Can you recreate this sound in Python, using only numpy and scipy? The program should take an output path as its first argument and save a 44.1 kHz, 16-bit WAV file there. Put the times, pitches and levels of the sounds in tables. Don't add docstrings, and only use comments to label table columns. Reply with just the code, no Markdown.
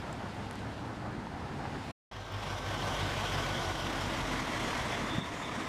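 import sys
import numpy as np
from scipy import signal
from scipy.fft import rfft, irfft, next_fast_len
from scipy.io import wavfile
from scipy.ndimage import uniform_filter1d, map_coordinates

SR = 44100
rng = np.random.default_rng(int(sys.argv[2]) if len(sys.argv) > 2 else 0)


def pcm_store(signal):
    levels = np.round(np.clip(np.atleast_2d(signal), -1, 1) * 32767)
    wavfile.write(sys.argv[1], SR, levels.astype(np.int16).T)


def invert_db(x):
    u = np.asarray(x, float) / 20
    return 10 ** u


N = 250607


def clock():
    return np.arange(N) / SR


def unit(x):
    return x / np.sqrt(np.mean(x ** 2) + 1e-20)


def curves(rows):
    s, *columns = np.transpose(rows)
    return [np.interp(clock(), s, column) for column in columns]


def wobble(rate_hz):
    knots = rng.standard_normal(int(N * rate_hz / SR) + 4)
    return map_coordinates(knots, [np.arange(N) * rate_hz / SR])


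def swell(db, peak_s, span_s):
    return db - 6 * ((clock() - peak_s) / span_s) ** 2


def rush(spectrum, patchy_db):
    z = signal.stft(rng.standard_normal(N + 512), nperseg=512)[2]
    patches = uniform_filter1d(rng.standard_normal(z.shape), 6, 0)
    patches = unit(uniform_filter1d(patches, 10, 1))
    white = signal.istft(z * invert_db(patchy_db * patches), nperseg=512)[1][:N]
    size = next_fast_len(N)
    hz, db = np.transpose(spectrum)
    grid_hz = np.fft.rfftfreq(size, 1 / SR)
    colour = invert_db(np.interp(np.log(grid_hz + 1), np.log(hz + 1), db))
    return unit(irfft(rfft(white, size) * colour, size)[:N])


def tone(hz, db, drift_rad, flutter_db):
    phase = 2 * np.pi * np.cumsum(hz) / SR + drift_rad * wobble(9)
    return np.sqrt(2) * invert_db(db + flutter_db * wobble(7.7)) * np.sin(phase)


def whistle(hz, db, width_hz):
    phase = 2 * np.pi * np.cumsum(hz) / SR
    return invert_db(db) * unit(wobble(width_hz) * np.sin(phase) + wobble(width_hz) * np.cos(phase))


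def add(track, s, burst):
    part = track[round(s * SR):][:len(burst)]
    part += burst[:len(part)]


def firing_rate():
    firing_hz, sag_hz_per_s = 50.58, 1.97
    return firing_hz - sag_hz_per_s * (clock() - 2.11)


# (time [s], level [dB])
TRACTOR_CLOSENESS = [(2.12, -10), (2.27, -9), (2.47, -4), (2.65, -3), (2.92, 0.3), (3.15, -.3), (3.4, .8),
                     (3.52, -0.8), (3.69, 0), (3.95, -0.3), (4.2, 0), (4.38, 0.6), (4.7, 1.5), (4.9, 0),
                     (5.15, -1.5), (5.4, -2), (5.68, -2)]


def tractor_closeness_db():
    return curves(TRACTOR_CLOSENESS)[0]


# (time [s], share heard from behind the engine bay [0-1])
PASSING = [
    (3.8, 0.06),
    (4.3, 0.62),
    (4.8, 0.77),
    (5.3, 0.92),
]


def behind_share():
    return curves(PASSING)[0]


def front_to_rear(front, rear, behind):
    return np.sqrt(1 - behind) * front + np.sqrt(behind) * rear


def firing_beat_db():
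    firing = 2 * np.pi * np.cumsum(firing_rate()) / SR
    steady = 0.46 * np.cos(firing) + 0.22 * np.cos(firing / 3)
    return steady + 0.85 * wobble(90) + 0.31 * wobble(15)


# (frequency [Hz], level per Hz [dB])
CLATTER_FRONT = [(760, -16.5), (1300, -10.5), (1510, -0.5), (1630, -4.5), (2120, -3.5), (2550, -7.5),
                 (3200, -4), (4230, -12), (5890, -12.5), (7500, -39), (9750, -41), (16500, -120)]
CLATTER_REAR = [(760, -8.5), (1300, -4.5), (1550, -1), (2020, 1.5), (2160, -0.5), (2550, -6), (2980, -7.5),
                (3470, -8.5), (4520, -14.5), (5630, -13.5), (7500, -26.5), (9750, -49), (16500, -120)]


def clatter(behind):
    direct = rush(CLATTER_FRONT, patchy_db=1.5)
    second_peak_hz = 3270 + 250 * behind
    late = np.arange(N) - 3 / 2 * SR / second_peak_hz
    front = unit(direct - 0.078 * map_coordinates(direct, [late]))
    return front_to_rear(front, rush(CLATTER_REAR, patchy_db=0.6), behind)


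# (frequency [Hz], level per Hz [dB])
ROAR_FRONT = [(210, -31), (350, -4.5), (677, -0.5), (767, 0), (859, -2), (1120, -1.5), (1380, -8.5),
              (1450, -11.5), (1880, -42), (3190, -120)]
ROAR_REAR = [(210, -21), (350, -13), (404, -5), (584, -3), (673, -1), (805, -5), (991, 0.5), (1350, -6),
             (1450, -13), (1880, -39), (3190, -120)]


def tyre_roar(behind):
    return front_to_rear(rush(ROAR_FRONT, patchy_db=0.54), rush(ROAR_REAR, patchy_db=0.8), behind)


# (frequency [Hz], level per Hz [dB])
HISS_FRONT = [(3820, -27), (6500, -1), (10600, -11), (11600, -11.5), (12500, -14), (13600, -14.5),
              (15000, -22.5)]
HISS_REAR = [(3820, -22), (6500, 0), (7020, -0.5), (8130, -3.5), (10900, -10.5), (15000, -23.5)]


def tyre_hiss(behind):
    return front_to_rear(rush(HISS_FRONT, patchy_db=0.3), rush(HISS_REAR, patchy_db=2.0), behind)


# (frequency [Hz], level per Hz [dB])
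BODY_RUMBLE = [(12, -44), (30, -16), (45, -6.5), (65, -6), (100, -0.5), (146, -3), (190, -11), (250, -20),
               (420, -120)]
BODY_DRUM = [(88, -20), (150, -7), (199, -4), (252, -1.5), (319, -5), (403, -13), (450, -14), (580, -42),
             (990, -120)]


def body_boom(rumble_db, drum_db):
    rumble = invert_db(rumble_db - 1.0 + 0.54 * wobble(25)) * rush(BODY_RUMBLE, patchy_db=1.0)
    return rumble + invert_db(drum_db - 0.5 + 0.35 * wobble(25)) * rush(BODY_DRUM, patchy_db=2.0)


# (level [dB], growth per dB of closeness [dB], extra from behind [dB])
TRACTOR_LAYERS = [
    (-46.5, 1, 1.5),
    (-47.5, 0.9, 3.3),
    (-39, 0.9, -0.64),
    (-40.5, 1.1, 0.4),
    (-56.5, 1.4, 0),
]


def tractor_noise():
    behind, beat_db, close_db = behind_share(), firing_beat_db(), tractor_closeness_db()
    rumble_db, drum_db, roar_db, clatter_db, hiss_db = (
        db + growth * close_db + rear_db * behind for db, growth, rear_db in TRACTOR_LAYERS)
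    noise = body_boom(rumble_db, drum_db)
    noise += invert_db(roar_db - 2.5) * unit(invert_db(0.85 * beat_db) * tyre_roar(behind))
    noise += invert_db(hiss_db - 0.5) * unit(invert_db(1.05 * beat_db) * tyre_hiss(behind))
    noise += invert_db(clatter_db - 2.5) * unit(invert_db(beat_db) * clatter(behind))
    return noise


# (multiple of firing rate, peak level [dB], loudest at [s], 6 dB down after [s])
ENGINE_ORDERS = [
    (1, -49.5, 3.53, 1.2),
    (2.7, -53.5, 3.4, 1.05),
    (3, -49, 3.7, 0.9),
    (5.5, -46, 4.44, 0.3),
    (7, -49, 4.27, 0.8),
]


def firing_orders():
    firing_hz = firing_rate()
    orders = np.zeros(N)
    for k, *peak in ENGINE_ORDERS:
        db = swell(*peak) - 2.0 * np.log(k)
        orders += tone(k * firing_hz, db, drift_rad=0.31 * k ** 0.98, flutter_db=2.0)
    return orders


def exhaust_throb():
    t = clock()
    beat_hz, beat_peak_s, depth = 5.92, 2.36, 0.8
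    beat = (1 + depth * np.cos(2 * np.pi * beat_hz * (t - beat_peak_s))) / (1 + depth)
    db = swell(-39.5, peak_s=2.55, span_s=1.96) + 0.7 * tractor_closeness_db()
    db -= 60 * np.maximum(t - 4.1, 0)
    return beat * tone(2 * firing_rate(), db - 2.5, drift_rad=0.5, flutter_db=1.7)


def gear_whine():
    mesh_hz = 1587.2 - 73 * (clock() - 2.11)
    return tone(mesh_hz, swell(-52.5, peak_s=3.45, span_s=0.95), drift_rad=0.23, flutter_db=1.4)


# (time [s], pitch [Hz], level [dB])
VALVE_WHISTLE = [
    (4.35, 3250, -72),
    (4.55, 3274, -58),
    (4.95, 3400, -53),
    (5.22, 3577, -51.5),
    (5.33, 3596, -57),
    (5.69, 3624, -57),
]
VALVE_PUFF = [
    (5.3, 7000, -85),
    (5.36, 7000, -60),
    (5.43, 7100, -60),
    (5.5, 7200, -85),
]
SQUEAK = [
    (4.3, 4270, -80),
    (4.45, 4216, -62),
    (4.7, 4200, -59),
    (4.82, 4150, -62),
    (4.92, 4126, -78),
]


def air_valves():
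    air = invert_db(3.7 * wobble(18)) * whistle(*curves(VALVE_WHISTLE), width_hz=360)
    air += whistle(*curves(VALVE_PUFF), width_hz=1100)
    return air + whistle(*curves(SQUEAK), width_hz=170)


def burst_clock():
    return np.arange(SR // 20) / SR


# (time [s], peak level [dB], pitch [Hz])
THUMPS = [
    (5.185, -24, 175),
    (5.228, -29, 200),
]


def axle_thumps():
    track, t = np.zeros(N), burst_clock()
    half_s = t[-1] / 2
    u = t - half_s
    for s, db, hz in THUMPS:
        push = np.cos(2 * np.pi * hz * u) * np.exp(-(u * hz / 0.6) ** 2)
        add(track, s - half_s, -invert_db(db) * push)
    return track


# (time [s], peak level [dB], pitch [Hz])
KNOCKS = [
    (0.204, -32, 773),
    (1.269, -28, 920),
    (1.35, -27.5, 720),
    (1.414, -38, 727),
    (1.603, -25.5, 782),
    (1.654, -25.5, 820),
    (1.726, -30, 812),
    (4.73, -24, 990),
    (5.495, -29, 1150),
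]


def trailer_knocks():
    track, t = np.zeros(N), burst_clock()
    for s, db, hz in KNOCKS:
        panel = np.sin(2 * np.pi * hz * t)
        panel += 0.54 * np.sin(2 * np.pi * 1.8 * hz * t) * invert_db(-60 * t / 0.011)
        contact = unit(np.convolve(rng.standard_normal(len(t)), np.hanning(24), "same"))
        panel += 0.45 * invert_db(-60 * t / 0.012) * contact
        add(track, s, invert_db(db - 4 - 60 * t / 0.028) * panel * (1 - np.exp(-t / 0.0004)))
    return track


# (time [s], peak level [dB], pitch [Hz], t60 [s], broad snap share [0-1])
TICKS = [
    (.127, -35.5, 7220, 0.014, 0.4),
    (.343, -51, 10950, .015, 0.59),
    (.511, -25, 10000, .0016, 0.65),
    (.529, -41, 9000, .008, .7),
    (.555, -35.5, 4000, 0.011, .75),
    (.592, -40, 11050, .003, 0.8),
    (2.322, -43.5, 14000, 0.0022, .2),
]


def finger_ticks():
    track, t = np.zeros(N), burst_clock()
    for s, db, hz, t60_s, snap in TICKS:
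        rattle = np.sin(2 * np.pi * hz * t + np.cumsum(rng.normal(0, 0.25, len(t))))
        crack = (1 - snap) * rattle + snap * uniform_filter1d(rng.standard_normal(len(t)), size=3)
        add(track, s, invert_db(db - 60 * t / t60_s) * (1 - np.exp(-t / t60_s * 40)) * crack)
    return track


# (time [s], base rate [Hz])
LORRY_RATE = [
    (0, 34.4),
    (.45, 34.5),
    (.95, 37.97),
    (1.1, 38.8),
    (1.25, 36.4),
]
# (multiple of base rate, peak level [dB], loudest at [s], 6 dB down after [s])
LORRY_ORDERS = [
    (2, -57, .5, 3),
    (3, -48.5, 0.6, 2),
    (4, -53, 1, 0.03),
    (8, -53.5, 1.16, .5),
]
# (time [s], pitch [Hz], level [dB])
LORRY_HUM = [
    (0, 228, -58),
    (.35, 229, -57),
    (.6, 236, -64),
    (.8, 238, -80),
]


def far_lorry():
    rate_hz, = curves(LORRY_RATE)
    off_db = 150.5 * np.maximum(clock() - 1.1, 0)
    orders = sum(tone(k * rate_hz, swell(*peak) - off_db, drift_rad=0.3, flutter_db=1.5)
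                 for k, *peak in LORRY_ORDERS)
    return orders + whistle(*curves(LORRY_HUM), width_hz=14)


# (time [s], pitch [Hz], level [dB])
CAR_HUM = [
    (1.3, 150.3, -79),
    (1.5, 146.7, -51),
    (1.7, 146.4, -46),
    (1.92, 150.3, -52.5),
]


def far_car():
    return whistle(*curves(CAR_HUM), width_hz=25)


# (time [s], level [dB])
TRAFFIC_CLOSENESS = [
    (0, -1),
    (.3, -1),
    (.6, -1.5),
    (1.2, -3.5),
    (1.45, -2.5),
    (1.75, -.5),
    (1.9, 1),
]
# (time [s], share [0-1])
CAR_JOINS = [
    (1.3, 0.1),
    (1.9, 1),
]
# (level [dB], growth per dB of closeness [dB], added by joining car [dB])
TRAFFIC_LAYERS = [
    (-42.5, -0.2, 3.5),
    (-47, -0.2, 2),
    (-52.5, 1.4, -0.5),
]
# (frequency [Hz], level per Hz [dB])
TRAFFIC_RUMBLE = [(12, -46.5), (20, -18.5), (76, -2), (102, -1.5), (183, -3), (244, -3.5), (312, -7.5),
                  (356, -14.5), (400, -13), (450, -15), (580, -49), (990, -120)]
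TRAFFIC_ROAR = [(210, -34), (350, -2.5), (388, -7), (562, -5), (828, -2), (1140, -8), (1380, -8),
                (2000, -15.5), (2600, -31), (4400, -120)]
TRAFFIC_HISS = [(940, -35), (1600, -7), (2250, -7.5), (2550, -9), (2770, -8), (4800, -14.5), (5750, -18.5),
                (9060, -25.5), (9870, -28.5), (13600, -38.5), (15400, -44)]


def far_traffic():
    close_db, = curves(TRAFFIC_CLOSENESS)
    joined, = curves(CAR_JOINS)
    rumble_db, roar_db, hiss_db = (
        db + growth * close_db + car_db * joined for db, growth, car_db in TRAFFIC_LAYERS)
    rumble_db = rumble_db - 3.0 + 0.5 * wobble(25) + 0.4 * wobble(5.5)
    roar_db = roar_db + 1.1 * wobble(30.15) + 0.35 * wobble(5.5)
    hiss_db = hiss_db + 0.43 * wobble(40)
    noise = invert_db(rumble_db) * rush(TRAFFIC_RUMBLE, patchy_db=-0.5)
    noise += invert_db(roar_db) * rush(TRAFFIC_ROAR, patchy_db=-0.9)
    return noise + invert_db(hiss_db) * rush(TRAFFIC_HISS, patchy_db=0.8)


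def scene():
    tractor = tractor_noise() + firing_orders() + exhaust_throb() + gear_whine() + air_valves()
    roundabout = far_traffic() + far_lorry() + far_car()
    bumps = axle_thumps() + trailer_knocks() + finger_ticks()
    return (np.where(clock() > 2, tractor, roundabout) + bumps)[None]


DUCK_S = [3.715, 4.41, 5.19]
DUCK_DB = [2, 2, 4.5]


def ducking_db():
    attack_s, recover_s = 0.011, 0.24
    since_s = np.maximum(clock() - np.array(DUCK_S)[:, None], 0)
    return -np.dot(DUCK_DB, np.minimum(since_s / attack_s, 1) * np.exp(-since_s / recover_s))


def band_limit(x):
    size = next_fast_len(N)
    gain = np.where(np.fft.rfftfreq(size, 1 / SR) < 15010, 1, invert_db(-19.0))
    return irfft(rfft(x, size) * gain, size)[:, :N]


def roll_off(x):
    return signal.sosfilt(signal.butter(12, 15560, fs=SR, output="sos"), x)


# (time [s], gain [dB])
SCENE_CHANGE = [
    (1.911, 1.5),
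    (1.926, -70),
    (1.943, -68),
    (1.945, -120),
    (2.108, -120),
    (2.1135, 3),
]


def record(dry):
    change_db, = curves(SCENE_CHANGE)
    mix = band_limit(dry) * invert_db(change_db + ducking_db())
    return roll_off(mix)


dry = scene()
out = record(dry)
pcm_store(out)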